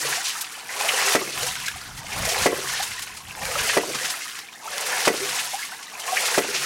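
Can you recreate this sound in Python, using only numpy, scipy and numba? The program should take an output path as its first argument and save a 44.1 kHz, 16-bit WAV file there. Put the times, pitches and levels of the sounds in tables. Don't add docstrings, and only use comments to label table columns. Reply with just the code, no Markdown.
import sys
import numpy as np
from scipy import signal
from scipy.fft import rfft, irfft, next_fast_len
from scipy.io import wavfile
from numba import njit

SR = 44100
rng = np.random.default_rng(int(sys.argv[2]) if len(sys.argv) > 2 else 0)


def generate_wav(sig):
    pcm = np.round(np.clip(np.atleast_2d(sig).T, -1, 1) * 32767).astype(np.int16)
    wavfile.write(sys.argv[1], SR, pcm)


N = 293302
TIME = np.arange(N) / SR

# time in seconds, thud level in dB, relative crack level in dB.
KNOCKS = [(1.1510, -7.5, -22), (2.4596, -4.5, -21.5), (3.7695, -6, -22.5), (5.0744, -6.5, -20.5),
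          (6.3786, -6, -22.5)]
# time in seconds, height before the envelope in dB, nominal pitch in Hz,
# ring in cycles.
PLOPS = [(0.052, -17.5, 454, 12), (0.178, -19, 730, 31), (0.354, -18, 1260, 38), (0.808, -14.5, 806, 30),
         (0.81, -15, 1030, 27), (0.845, -17, 659, 41), (0.932, -22, 514, 38), (1.216, -19, 1170, 49),
         (1.430, -20, 484, 26), (1.681, -13, 1620, 47), (2.046, -24.5, 677, 13), (2.275, -16.5, 641, 34),
         (2.801, -12.5, 767, 23), (3.375, -22.5, 830, 23), (3.415, -21, 810, 58), (3.485, -20, 520, 25),
         (3.557, -10.5, 1240, 22), (3.558, -16, 567, 27), (3.836, -19, 1030, 33), (4.012, -24.5, 514, 32),
         (4.457, -33, 2000, 36), (4.655, -21.5, 877, 40), (4.678, -17.5, 1274, 25), (4.731, -21, 1726, 47),
         (4.93, -11.5, 1760, 55), (5.21, -18.5, 392, 37), (5.540, -12.5, 785, 35), (5.593, -20, 1670, 40),
         (5.719, -23, 1500, 50), (5.882, -26, 1930, 41), (6.079, -17, 1067, 75), (6.122, -9, 737, 42),
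         (6.168, -10, 1680, 30), (6.488, -21.5, 407, 20)]
# time in seconds, rms level at the top in dB, centre in Hz,
# width in octaves, fall time in seconds.
SLAPS = [(0.124, -24, 1480, 1.3, 0.01), (0.240, -25, 4200, 1.6, 0.031), (0.281, -28, 4520, 2.5, .011),
         (0.41, -25, 6300, 2.1, 0.01), (0.445, -30.5, 2960, 0.78, 0.0062), (0.518, -38, 3000, 3.6, 0.015),
         (0.688, -34.5, 1840, 0.64, 0.024), (0.886, -18, 2500, 0.7, 0.0092),
         (1.134, -22, 2500, 1.5, 0.0082), (1.465, -24, 3280, 3, 0.01), (1.660, -26.5, 4200, 1.8, 0.0089),
         (1.6814, -26.5, 2320, 0.97, 0.0091), (1.967, -36, 3420, 2.8, 0.023),
         (2.121, -28.5, 2460, 0.46, 0.01), (2.250, -27.5, 5800, 2.1, 0.011), (2.288, -24, 5000, 1, .01),
         (2.41, -25, 1390, 0.45, 0.0054), (2.745, -28.5, 2680, 2.1, 0.04), (2.824, -25, 3080, 3.3, 0.016),
         (3.02, -30, 4440, 2.5, 0.012), (3.069, -36, 1660, 1.8, 0.012), (3.165, -37, 4500, 2.1, 0.016),
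         (3.268, -43, 3500, 2.4, 0.035), (3.308, -32.5, 2500, 0.32, 0.0051),
         (3.585, -25, 2460, 0.58, 0.0096), (3.693, -21, 2340, 1.4, 0.011), (3.947, -25.5, 2150, 3.5, 0.011),
         (4.047, -25, 2190, 3, 0.013), (4.0997, -24.5, 3300, 2.7, 0.0095), (4.139, -28, 1520, 0.7, 0.0093),
         (5.052, -18.5, 2550, 2.6, .011), (5.387, -25, 2420, 1.05, 0.011), (5.632, -39, 3780, 3.2, 0.035),
         (5.827, -35, 3500, 2.4, 0.0091), (5.996, -32.5, 4500, 2, .012), (6.079, -28.5, 1990, 0.73, 0.01),
         (6.17, -20.5, 2160, 0.53, 0.0095), (6.251, -25, 4470, 1.9, 0.017),
         (6.344, -23.5, 1730, 1.1, 0.0097), (6.538, -24, 3070, 2, 0.027)]
# time in seconds, rms level at the top in dB.
TICKS = [(0.295, -24), (0.811, -19.5), (1.431, -20.5), (1.600, -28), (1.683, -21), (2.994, -25),
         (3.453, -23), (4.39, -29), (4.78, -19.5), (4.980, -21)]
# frequency in Hz, relative spectral level in dB.
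WATER_COLOUR = [(120, -46), (200, -18), (340, -22), (490, 3), (537, -14.5), (732, -0.5), (912, -4.5),
                (1470, 0), (2450, -1), (3730, -11), (6110, -8.5), (7470, -12.5), (9300, -12),
                (15000, -23.5), (15800, -17)]
# delay in seconds, signed gain.
ECHOES = [(.0038, -.68), (.0051, .62), (.0076, -.4), (.0095, -.2), (.0119, -.36), (.0162, -.25),
          (.0188, -.2), (.0258, -.21)]
# frequency in Hz, relative level in dB, 60 dB decay in seconds.
PIT_MODES = [(137, -42, 0.6), (183, -26, 0.11), (213, -28, 0.21), (281, -28.5, 0.2), (308, -28.5, 0.27),
             (355, -25, 0.11), (383, -27.5, 0.32), (448, -23, 0.28), (610, -22, 0.068), (702, -31, 0.19)]
# frequency in Hz, relative level in dB, 60 dB decay in seconds.
VALVE_MODES = [(883, -11, 0.038), (1320, -2, 0.029), (1970, 3, 0.036)]
# frequency in Hz, 60 dB decay in seconds.
PIT_DECAY = [(150, 0.59), (400, 0.16), (1000, 0.21), (4000, 0.089), (14000, 0.045)]
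# frequency in Hz, relative spectral level in dB.
RUMBLE_COLOUR = [(12, -37), (20, -5), (59, -1.5), (124, -0.5), (300, -0.5), (390, -30), (660, -120)]
# time in seconds, level in dB, half length in seconds.
RUMBLE_SWELLS = [(1.43, -44, 0.073), (1.98, -43.5, 0.11), (2.215, -37, 0.094), (2.415, -38.5, 0.04),
                 (3.44, -41.5, 0.056), (3.62, -43.5, 0.1)]
# time in seconds, then relative levels in dB of the
GUSHES = [(0.54, 3.5, -1.5, 3.4), (1.939, 2, -1.8, 0), (3.206, 0.6, -1.7, -1.3), (4.486, -0.4, 0.5, -4.5),
          (5.84, 1.66, 0.9, 0.9)]
# full gush in dB, power of the flow it follows, change as the gap closes
# in dB, landing in dB, overflow in dB, trickle in dB.
GURGLE = (-34.5, 3, -0.5, -41.5, -54.5, -56)
SPLASH = (-27.5, 4, -1.5, -35, -38, -48.5)
SPRAY = (-26.5, 3.5, 0, -31.5, -33, -46.5)
CHURN = (-44.5, 2.5, 4, -53.5, -81, -64.5)

EARLIER_KNOCK_S, EARLIER_THROW_DB = -0.18, 1
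FLOW_RISE_S, SHUT_S = 0.19, 0.0047
CLOSING_S = 0.19
LANDING_S, LANDING_SPREAD_S = 0.28, 0.12
OVERFLOW_S, OVERFLOW_SAG_DB_PER_S, DRAIN_DB_PER_S = 0.54, 7, 75
SURGE_DB, SURGES_PER_S = 0.24, 18
LULL_DB, LULL_FLUTTER_DB = -34, 2.2
GURGLE_WASH_DB, SPLASH_WASH_DB, SPRAY_WASH_DB = -8, 2.5, 1.5
GURGLE_CLUMP_DB, GURGLE_CLUMPS_PER_S = 2.6, 38
DRIP_SPRAY_DB = -35.5
DRIP_DB, DRIPS_PER_S = -39.5, 190
SPATTER_DB, SPATTERS_PER_S = -40, 45
DRIP_FOLLOWS = 0.6
HISS_DB = -63
TICK_FALL_S = 0.0025
PLOP_RISE = 0.19
SLAP_RISE_SHARE = 0.36
GLUG_FIRST_HZ, GLUG_LAST_HZ, GLUG_SINK_S = 934, 485, 0.437
GLUG_DB, GLUG_LOUDEST_S, GLUG_SPREAD_S = -42, 0.3, 0.19
MODE_SPREAD_DB, BOOM_FLUTTER_DB = 1.5, 2.6
RECOIL_S, RECOIL_LOSS_DB = 0.0606, 10.5
RUMBLE_FROM_S, RUMBLE_UNTIL_S = 1.4, 3.77
RUMBLE_DB, RUMBLE_REST_DB, RUMBLE_LUMPS_DB = -52, -69.5, 2.3
SLOSH_S = 0.003
PEAK_CEILING, CUTOFF_HZ = 0.8, 15850


def from_db(db):
    return 10 ** (np.asarray(db) / 20)


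def rms_one(x):
    return x / np.sqrt(np.mean(x ** 2) + 1e-20)


def at_hz(points, hz):
    log_hz = np.log(np.array(points)[:, 0])
    return np.interp(np.log(np.maximum(hz, 1)), log_hz, np.array(points)[:, 1])


def colour(x, spectrum):
    half = next_fast_len(N)
    gain = from_db(at_hz(spectrum, np.linspace(0, SR / 2, half + 1)))
    return irfft(rfft(x, 2 * half) * gain)[:N]


def band(x, low_hz, high_hz, order=2):
    edges = [low_hz, min(high_hz, SR / 2 - 1000)]
    return signal.sosfilt(signal.butter(order, edges, "band", fs=SR, output="sos"), x + 1e-18)


def noise(length=N):
    return rng.standard_normal(length)


def drift(rate):
    return rms_one(np.interp(TIME * rate, np.arange(8192), noise(8192)))


def gaussian(t, width):
    return np.exp(-(t / width) ** 2)


def clicks(times, levels_db):
    out = np.zeros(N)
    samples = np.clip(np.round(np.asarray(times) * SR).astype(int), 0, N - 1)
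    np.add.at(out, samples, from_db(levels_db))
    return out


def through(x, response):
    return signal.oaconvolve(x, response)[:N]


def ringing(modes):
    t = TIME[:SR]
    return sum(from_db(db - 60 * t / t60) * np.sin(2 * np.pi * hz * t) for hz, db, t60 in modes)


def burst(rise_s, fall_s):
    t = TIME[:SR // 2]
    shape = (1 - np.exp(-t / rise_s)) ** 2 * np.exp(-t / fall_s)
    return shape / shape.max()


@njit
def ring_bubbles(starts, hz, heights, cycles, glide, swell):
    out = np.zeros(N)
    for k in range(len(starts)):
        length = int(cycles[k] / hz[k] * SR)
        for i in range(min(length, N - starts[k])):
            age = i / length
            shape = age ** 2 / (age ** 2 + swell ** 2) * np.exp(-np.log(100) * age)
            phase = 2 * np.pi * cycles[k] * (age + glide[k] * age ** 2 / 2)
            out[starts[k] + i] += heights[k] * shape * np.sin(phase)
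    return out


def bubble_cloud(low_hz, high_hz, per_s, cycles, spread_db, glide=0.283, swell=0.042, tuning=1):
    birth, pitch, size, life, rise = rng.random((5, N))
    starts = np.flatnonzero(birth < per_s / SR)
    hz = low_hz * (high_hz / low_hz) ** pitch[starts] * np.broadcast_to(tuning, N)[starts]
    heights = hz * from_db(spread_db * np.minimum(-np.log(size[starts]), 3))
    lives = cycles * (0.5 + life[starts])
    return rms_one(ring_bubbles(starts, hz, heights, lives, 2 * glide * rise[starts], swell))


def water_level(voice):
    gush_db, flow_power, closing_db, landing_db, overflow_db, trickle_db = voice
    opens, strength_db, thrown_db, wetness_db = np.transpose(GUSHES)
    slams = np.array(KNOCKS)[:, 0]
    t = TIME[::40]
    power = from_db(trickle_db + np.interp(t, opens, wetness_db)) ** 2
    for start, slam, db in zip(opens, slams, strength_db):
        flow = 1 - np.exp(-np.maximum(t - start, 0) / FLOW_RISE_S)
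        gap = np.exp(-np.maximum(t - slam, 0) / SHUT_S)
        narrowing_db = closing_db * gaussian(t - slam, CLOSING_S)
        power += (from_db(gush_db + db + narrowing_db) * flow ** flow_power * gap) ** 2
    for slam, db in zip([EARLIER_KNOCK_S, *slams], [EARLIER_THROW_DB, *thrown_db]):
        since = np.maximum(t - slam, 0)
        landing = from_db(landing_db + db) * gaussian(since - LANDING_S, LANDING_SPREAD_S)
        drained_db = OVERFLOW_SAG_DB_PER_S * since + DRAIN_DB_PER_S * np.maximum(since - OVERFLOW_S, 0)
        overflow = from_db(overflow_db + db - drained_db)
        power += (t > slam) * (landing ** 2 + overflow ** 2)
    return np.interp(TIME, t, 10 * np.log10(power))


def water_band(grains, low_hz, high_hz, wash_db, flutter, own_db=2.5):
    rest = band(colour(grains + from_db(wash_db) * noise(), WATER_COLOUR), low_hz, high_hz, order=4)
    out = 0
    for split_hz in np.geomspace(low_hz, high_hz, 4)[1:3]:
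        lower = signal.sosfiltfilt(signal.butter(2, split_hz, fs=SR, output="sos"), rest)
        out = out + lower * from_db(own_db * drift(90))
        rest = rest - lower
    out = out + rest * from_db(own_db * drift(90))
    return rms_one(out * from_db(flutter))


def water():
    thin = np.clip((LULL_DB - water_level(SPRAY)) / 10, 0, 1)
    lull_db = LULL_FLUTTER_DB * thin / 2
    surge_db = (SURGE_DB + lull_db) * drift(SURGES_PER_S) + lull_db * drift(55)
    gurgle_db, splash_db, spray_db = (water_level(voice) + surge_db for voice in (GURGLE, SPLASH, SPRAY))
    tearing = 0.66 * drift(70) + 0.32 * drift(300)

    big = bubble_cloud(503.0, 1050, per_s=220, cycles=26.0, spread_db=1.5)
    small = bubble_cloud(924, 3597, per_s=1100, cycles=20.1, spread_db=3.0)
    droplets = bubble_cloud(3270, 15600, per_s=2600, cycles=11.2, spread_db=-0.5)
    gurgle = water_band(big, 566, 1063, GURGLE_WASH_DB, tearing)
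    splash = water_band(small, 867, 5100, SPLASH_WASH_DB, tearing)
    spray = water_band(droplets, 3040, 15000, SPRAY_WASH_DB, tearing)
    clumps_db = GURGLE_CLUMP_DB * drift(GURGLE_CLUMPS_PER_S)
    stream = from_db(gurgle_db + clumps_db) * gurgle + from_db(splash_db) * splash + from_db(spray_db) * spray

    largest = bubble_cloud(350.0, 514, per_s=200, cycles=33.6, spread_db=4.0)
    churn = from_db(water_level(CHURN) + surge_db) * rms_one(band(largest, 413, 750))
    shake = from_db(0.5 * (gurgle_db + splash_db) - 18.5) * rms_one(band(noise(), 117, 680))
    lone = band(bubble_cloud(774, 3115, per_s=60, cycles=33.0, spread_db=0, glide=0.243), 580, 1560, order=1)
    return stream + churn + shake + from_db(-22.0 + 0.5 * splash_db) * lone


def drips():
    level_db = DRIP_DB + DRIP_FOLLOWS * (water_level(SPRAY) - DRIP_SPRAY_DB)
    tinkle = bubble_cloud(1429, 5030, per_s=DRIPS_PER_S / 3, cycles=34, spread_db=3.5)
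    ticks = bubble_cloud(3020, 12000, per_s=DRIPS_PER_S, cycles=6.2, spread_db=-2.0)
    tinkle = band(tinkle, 1430, 2840, order=1)
    ticks = band(ticks, 3000, 10900, order=1)
    return from_db(level_db) * (tinkle + from_db(-3.5) * ticks)


def falling_water(fall_s=0.073, hum_s=0.24, ragged_db=3.5):
    s = np.array(KNOCKS)[:, 0]
    since = (TIME - s[0]) % np.mean(np.diff(s))
    landing = gaussian(since - fall_s, 0.18) * from_db(ragged_db * drift(45))
    swelling = from_db(-49.5) * gaussian(since - hum_s, 0.11) + from_db(-73)
    hollow = rms_one(through(noise(), ringing([(382, 7.5, 0.23), (500, 8.3, 0.28)])))
    hum = rms_one(band(through(noise(), ringing([(139, 0, 0.5)])), 115, 175))
    glugs = bubble_cloud(293, 710, per_s=150, cycles=20, spread_db=0.5, glide=0.12)
    patter = rms_one(band(noise(), 182, 420))
    lumps = landing * (from_db(-42.0) * hollow + from_db(-44.0) * glugs + from_db(-50) * patter)
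    return lumps + from_db(-59) * patter + swelling * hum


def hiss():
    return from_db(HISS_DB) * rms_one(band(noise(), 10500, 16000))


def spatter():
    chance, size = rng.random((2, N))
    hits = np.flatnonzero(chance < SPATTERS_PER_S / SR)
    swing_db = DRIP_FOLLOWS * (water_level(SPRAY)[hits] - DRIP_SPRAY_DB)
    small_db = SPATTER_DB + swing_db + 10 * size[hits]
    smack = burst(TICK_FALL_S / 20, TICK_FALL_S)
    small = through(clicks(hits / SR, small_db), smack) * rms_one(band(noise(), 1180, 3800))
    hard = through(clicks(*np.transpose(TICKS)), smack) * rms_one(band(noise(), 1650, 6400, order=1))
    return small + hard


def plops(lead_s=0.00211, shed_db=-9):
    s, db, hz, cycles = np.transpose(PLOPS)
    rise = np.full(len(s), PLOP_RISE)
    starts = ((s - lead_s) * SR).astype(np.int64)
    out = ring_bubbles(starts, hz * (1 - PLOP_RISE / 6), from_db(db), cycles, rise, 0.093)
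    for late, detune in rng.uniform(-1, 1, (len(s), 2, 2)).T:
        starts = ((s + 0.01 * late) * SR).astype(np.int64)
        out = out + ring_bubbles(starts, hz * 1.25 ** detune, from_db(db + shed_db), cycles / 2, rise, 0.1)
    return out


def slaps(lead_s=0.003, grain_db=3):
    out = np.zeros(N + SR)
    for s, db, hz, octaves, fall_s in SLAPS:
        shape = burst(SLAP_RISE_SHARE * fall_s, fall_s)
        start = int((s - lead_s) * SR)
        drops = noise(len(shape)) * from_db(grain_db * noise(len(shape)))
        half_width = 2 ** (octaves / 2)
        drops = rms_one(band(drops, hz / half_width, hz * half_width))
        out[start:start + len(shape)] += from_db(db) * shape * drops
    return out[:N]


def glugging(spread=1.264):
    opens = np.array(GUSHES)[:, 0]
    last_open = opens[np.maximum(np.searchsorted(opens, TIME) - 1, 0)]
    since = np.maximum(TIME - last_open, 0)
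    tuning = (GLUG_LAST_HZ / GLUG_FIRST_HZ) ** np.minimum(since / GLUG_SINK_S, 1)
    pockets = bubble_cloud(GLUG_FIRST_HZ / spread, GLUG_FIRST_HZ * spread, per_s=380, cycles=18,
                           spread_db=1, glide=0.1, tuning=tuning)
    level = from_db(GLUG_DB) * gaussian(since - GLUG_LOUDEST_S, GLUG_SPREAD_S)
    return level * rms_one(pockets / tuning)


def knocks(pulse_hz=530, crack_delay_s=0.0028, bounce_s=0.014):
    s, thud_db, crack_db = np.transpose(KNOCKS)
    phase = np.pi * pulse_hz * (np.arange(257) - 128) / SR
    pulse = (2 * phase ** 2 - 1) * np.exp(-phase ** 2)
    echoes = sum(gain * clicks(s + delay, thud_db) for delay, gain in ECHOES)
    thud = signal.oaconvolve(clicks(s, thud_db) + echoes, pulse, "same")

    boom = 0
    for mode in PIT_MODES:
        stir_db = thud_db + 4.0 + rng.normal(0, MODE_SPREAD_DB, len(s))
        boom = boom + through(clicks(s, stir_db), ringing([mode]))
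    boom = band(boom, 162, 2700) * from_db(BOOM_FLUTTER_DB * drift(65))

    crack_noise = rms_one(colour(band(noise(), 900, 15400), WATER_COLOUR))
    crack = through(clicks(s + crack_delay_s, crack_db + 6.0), burst(0.00031, 0.008)) * crack_noise
    blows = clicks(s + crack_delay_s, crack_db + 2) + clicks(s + bounce_s, crack_db - 0.5)
    valve = through(blows, ringing(VALVE_MODES))
    thump_level = through(clicks(s + crack_delay_s, thud_db - 17.0), burst(0.0016, 0.0065))
    thump = thump_level * rms_one(band(noise(), 256, 1100))
    return thud + thump + boom + crack + valve


def recoil():
    s, thud_db, _ = np.transpose(KNOCKS)
    jolts = sum(clicks(s + trip * RECOIL_S, thud_db - (trip - 1) * RECOIL_LOSS_DB) for trip in range(1, 4))
    bubbles = bubble_cloud(270, 520, per_s=900, cycles=12, spread_db=1.5)
    glug = from_db(-23) * through(jolts, burst(0.003, 0.016)) * bubbles
    splash = from_db(-23.5) * through(jolts, burst(0.0014, 0.014)) * rms_one(band(noise(), 440, 1140))
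    return glug + splash


def rumble():
    lasting = np.clip(np.minimum(TIME - RUMBLE_FROM_S, RUMBLE_UNTIL_S - TIME) / 0.037, 0, 1)
    swells = sum((from_db(db) * gaussian(TIME - s, width)) ** 2 for s, db, width in RUMBLE_SWELLS)
    level = np.sqrt(from_db(RUMBLE_REST_DB) ** 2 + (from_db(RUMBLE_DB) * lasting) ** 2 + swells)
    lumps = from_db(RUMBLE_LUMPS_DB * drift(29.73))
    return level * lumps * rms_one(band(colour(noise(), RUMBLE_COLOUR), 32, 154))


def sloshing(x, rate=9):
    return np.interp(TIME - SLOSH_S * (1 + 0.5 * drift(rate)), TIME, x)


def pit_tail(x):
    t, response = TIME[:SR], 0
    for hz in 125 * 2. ** np.arange(8):
        fade = np.exp(-np.log(1000) * t / at_hz(PIT_DECAY, hz)) * (1 - np.exp(-t / 0.0011))
        octave = band(noise(SR), hz / np.sqrt(2), hz * np.sqrt(2))
        response = response + octave * fade / np.linalg.norm(fade)
    return through(x, response)


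def scene():
    wet = water() + glugging() + drips()
    pops = plops() + slaps() + spatter()
    hammer = knocks() + recoil()
    tail = pit_tail(sloshing(from_db(-5.5) * wet + from_db(-13.0) * pops) + from_db(-12.5) * hammer)
    return (wet + pops + hammer + tail + falling_water() + hiss() + rumble())[None]


def record(dry):
    rounded = dry / (1 + (dry / PEAK_CEILING) ** 4) ** 0.25
    return signal.sosfilt(signal.ellip(12, 0.1, 80, CUTOFF_HZ, fs=SR, output="sos"), rounded)


dry = scene()
out = record(dry)
generate_wav(out)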